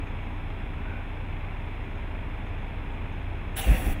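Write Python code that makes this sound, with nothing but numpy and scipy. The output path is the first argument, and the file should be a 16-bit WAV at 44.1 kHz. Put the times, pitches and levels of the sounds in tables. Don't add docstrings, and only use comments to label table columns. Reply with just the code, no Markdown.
import sys
import numpy as np
from scipy import signal
from scipy.fft import rfft, irfft
from scipy.io import wavfile

SR = 44100
rng = np.random.default_rng(int(sys.argv[2]) if len(sys.argv) > 2 else 0)


def generate_wav(signal):
    frames = np.transpose(np.atleast_2d(signal))
    scaled = np.clip(frames, -1, 1) * 32767
    pcm = np.round(scaled).astype(np.int16)
    wavfile.write(sys.argv[1], SR, pcm)


N = 176400
T = np.arange(N) / SR
FREQS = np.fft.rfftfreq(N, 1 / SR)
CUTOFF_HZ = 15740
VALVE_OPEN_S, VALVE_RISE_S, VALVE_SHUT_S = 3.557, 0.013, 3.93


def from_db(db):
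    return 10 ** (np.asarray(db) / 20)


def rms_one(x):
    return x / np.sqrt(np.mean(x ** 2) + 1e-20)


def noise(spectrum):
    hz, db = np.transpose(spectrum)
    f = np.maximum(FREQS, 1)
    gain = from_db(np.interp(np.log(f), np.log(hz), db))
    edge_cut = np.sqrt((1 + (hz[0] / 2 / f) ** 4) * (1 + (f / hz[-1] / 2) ** 4))
    return rms_one(irfft(rfft(rng.standard_normal(N)) * gain / edge_cut, N))


def drift(rate_hz):
    gain = (FREQS > 0) / (1 + (FREQS / rate_hz) ** 2)
    return rms_one(irfft(rfft(rng.standard_normal(N)) * gain, N))


def ringing(hz, width_hz):
    phase = 2 * np.pi * np.cumsum(hz * np.ones(N)) / SR
    return rms_one(drift(width_hz) * np.cos(phase) + drift(width_hz) * np.sin(phase))


def bump(peak_s, half_s):
    return np.exp(-((T - peak_s) / half_s) ** 2)


def envelope(start, rise, stop, sag, fall):
    fade_db = sag * np.maximum(T - start, 0) + fall * np.maximum(T - stop, 0)
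    return np.clip((T - start) / rise, 0, 1) ** 2 * from_db(-fade_db)


def motor_cycles(hz, wander=0.0028):
    return np.cumsum(hz * (1 + wander * drift(2.3))) / SR + rng.random()


def hum(cycles, table):
    return sum(np.sqrt(2) * from_db(db) * np.sin(2 * np.pi * (k * cycles + rng.random())) for k, db in table)


def knocks(cycles, sharpness=4.3):
    pulse = np.exp(sharpness * np.cos(2 * np.pi * cycles))
    return rms_one(pulse - pulse.mean())


# (multiple of the cycle rate, level [dB])
DIESEL_TONES = [(6, -35.5), (12, -43), (18, -41), (21, -60.5), (23, -52.5), (30, -52.5), (48, -58),
                (54, -60.5), (60, -55.5), (80, -58.5)]
# (multiple of the cycle rate, level [dB])
GENERATOR_TONES = [(3, -51), (4, -48.5), (6, -46.5), (8, -52.5)]
# (frequency [Hz], relative level [dB])
RUMBLE = [(12, -21), (25, -5), (55, 2), (110, -0.5), (135, -6.5), (175, -5.5), (260, -7.5), (310, -9),
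          (370, -14), (550, -24.5), (1000, -55)]
# (frequency [Hz], relative level [dB])
CLATTER = [(200, -18.5), (400, -1.5), (530, -1.5), (720, 0.5), (930, 1.5), (1200, -4.5), (1900, -5),
           (2300, -2), (2650, -5), (3000, -13.5), (3450, -11), (3800, -22), (4020, -22), (4300, -33),
           (4800, -46)]
def engines(firing_hz=29.92, cylinders=6, generator_hz=12.72):
    diesel, generator = motor_cycles(firing_hz / cylinders), motor_cycles(generator_hz)
    firing = knocks(cylinders * diesel)
    rumble = from_db(-40.5) * noise(RUMBLE) * (1 + 0.12 * firing)
    throb = 1 + 0.038 * firing + 0.093 * knocks(2 * generator)
    clatter = from_db(-44.5) * noise(CLATTER) * throb
    return hum(diesel, DIESEL_TONES) + hum(generator, GENERATOR_TONES) + rumble + with_echoes(clatter)


# (delay [s], level [dB])
ECHOES = [(.0061, -21), (.0173, -12), (.041, -15), (.083, -22)]
def with_echoes(x, dull_above_hz=2550):
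    dull = signal.sosfilt(signal.butter(1, dull_above_hz, fs=SR, output="sos"), x)
    return x + sum(from_db(db) * np.interp(T - delay, T, dull, left=0) for delay, db in ECHOES)


# (frequency [Hz], relative level [dB])
AIR = [(1000, 2), (4400, -3), (4570, 9), (4800, -5), (5100, 10), (5700, -2), (7000, -1), (10800, 1),
       (11500, -5.5), (12200, 0.5), (13600, -6), (16000, -2)]
def night_air():
    sizzle = from_db(-87.5 + 3.5 * drift(rate_hz=9.8)) * ringing(6450, width_hz=280)
    return from_db(-72) * noise(AIR) + sizzle


# (frequency [Hz], relative level [dB])
SQUEAK = [(1250, -20), (1500, 7), (1750, -18), (2200, -10), (2450, -1), (2800, -24), (4200, -55)]
def squeak():
    return from_db(-47) * bump(peak_s=0.927, half_s=0.091) * noise(SQUEAK)


# (time [s], level [dB], pitch [Hz])
TICKS = [(1.952, -77, 6530), (2.912, -75, 7660), (3.119, -74, 6350), (3.554, -54, 7600)]
def ticks():
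    return sum(from_db(db) * ringing(hz, width_hz=400) * envelope(s, rise=0.003, stop=s, sag=0, fall=260)
               for s, db, hz in TICKS)


# (frequency [Hz], relative level [dB])
SPIT = [(300, -17), (780, 3.5), (1150, -13), (1600, 1.5), (2200, -6), (2800, -1), (3800, -3.5), (4200, -15),
        (4500, -14), (4900, -19), (5600, -10), (7200, -22), (8600, -5.5), (9600, -18), (10200, 3),
        (11350, -10), (12500, -6.5), (13500, -21), (14600, -8), (15400, 0), (16000, -1)]
def gas_spit():
    burst = envelope(VALVE_OPEN_S, VALVE_RISE_S, stop=VALVE_OPEN_S + 0.042, sag=-70, fall=750)
    return from_db(-32) * noise(SPIT) * burst


# (frequency [Hz], relative level [dB])
JET = [(2000, -6), (3600, -5), (4150, -14), (4450, -8.5), (4950, -18), (5650, -6.5), (6600, -13.5),
       (8000, -6), (8900, -9.5), (10500, 2), (11650, -4), (12800, -3), (13800, -14), (14700, 0), (15500, 2),
       (16000, -3)]
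# (frequency [Hz], relative level [dB])
RUSH = [(1500, -23), (2400, -5), (2800, 0), (3150, -12), (3900, -8.5), (4200, -25), (4480, -12),
        (4820, -29), (5700, -19), (7000, -17), (8200, -12), (10000, -24)]
def gas_jet():
    hiss = from_db(-43) * noise(JET)
    tube_note = from_db(-43) * ringing(761.4, width_hz=44)
    rush = from_db(-37.5) * noise(RUSH)
    flow = envelope(VALVE_OPEN_S, VALVE_RISE_S, VALVE_SHUT_S, sag=4, fall=1000)
    surge = envelope(start=3.59, rise=0.029, stop=VALVE_SHUT_S, sag=98, fall=1000)
    return sputter((hiss + tube_note) * flow + rush * surge)


def sputter(x, bands=14, flicker_db=1.6, rate_hz=21):
    spectrum = rfft(x)
    band_position = np.minimum(FREQS / CUTOFF_HZ, 1) * (bands - 1)
    parts = (irfft(spectrum * np.maximum(1 - abs(band_position - k), 0), N) for k in range(bands))
    return sum(part * from_db(flicker_db * drift(rate_hz)) for part in parts)


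# (frequency [Hz], relative level [dB])
ROAR = [(400, -7.5), (520, 5), (660, -2), (790, -11), (900, -9.5), (1100, -9), (1400, -8), (1900, -1.5),
        (2250, -5), (2380, -3.5), (2750, -2), (3000, -16), (3300, -7), (3800, -20), (4200, -30),
        (8000, -28.5)]
# (frequency [Hz], relative level [dB])
PLUME = [(35, -0.5), (70, 4.5), (130, -7.5), (270, -7.5), (400, -22), (700, -37)]
def flame(flutter_db=1.5):
    fade = dict(stop=VALVE_SHUT_S, sag=17.5, fall=74)
    roar = from_db(-35.5) * noise(ROAR) * envelope(start=3.56, rise=0.089, **fade)
    rumble = from_db(-30.5) * noise(PLUME) * envelope(start=3.656, rise=0.0095, **fade)
    return (roar + rumble) * from_db(flutter_db * drift(rate_hz=15))


# (time [s], pitch [Hz], level [dB])
NOZZLE = [(3.565, 3800, -54), (3.595, 3550, -44), (3.622, 2850, -47.5), (3.648, 2730, -36.5),
          (3.67, 2634, -51), (3.76, 2453, -49)]
def nozzle():
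    times, hz, db = np.transpose(NOZZLE)
    loudness = from_db(np.interp(T, times, db, left=-np.inf, right=-np.inf))
    return loudness * ringing(np.interp(T, times, hz), width_hz=230)


# (time [s], level [dB], pitch [Hz], half length [s])
FLAPS = [(3.674, -28, 279.3, 0.0093), (3.682, -26, 85, 0.015), (3.681, -39.5, 560, 0.021),
         (3.694, -28, 240, 0.011), (3.714, -26, 185, 0.017), (3.833, -35, 257, .012),
         (3.879, -36.5, 259.7, 0.025)]
def flaps():
    return sum(from_db(db) * ringing(hz, width_hz=0.29 * hz) * bump(s, half) for s, db, hz, half in FLAPS)


# (time [s], level [dB], pitch [Hz], half length [s])
WHUMPS = [(3.712, -9.7, 50, 0.028), (3.877, -15.5, 52, .014), (3.912, -18, 28, 0.02)]
def whumps(slowing_per_s=3.5):
    out = np.zeros(N)
    for peak_s, db, hz, half_s in WHUMPS:
        age = T - peak_s
        cycles = hz * (age - slowing_per_s * age ** 2 / 2)
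        out -= from_db(db) * np.cos(2 * np.pi * cycles) * bump(peak_s, half_s)
    return out


def scene():
    background = engines() + night_air() + squeak() + ticks()
    burner = with_echoes(gas_spit() + gas_jet() + flame() + nozzle()) + flaps() + whumps()
    return (background + burner)[None]


def record(dry):
    low_pass = signal.firwin(801, CUTOFF_HZ, fs=SR, window="blackman")
    return signal.fftconvolve(dry, low_pass[None], "same")


dry = scene()
out = record(dry)
generate_wav(out)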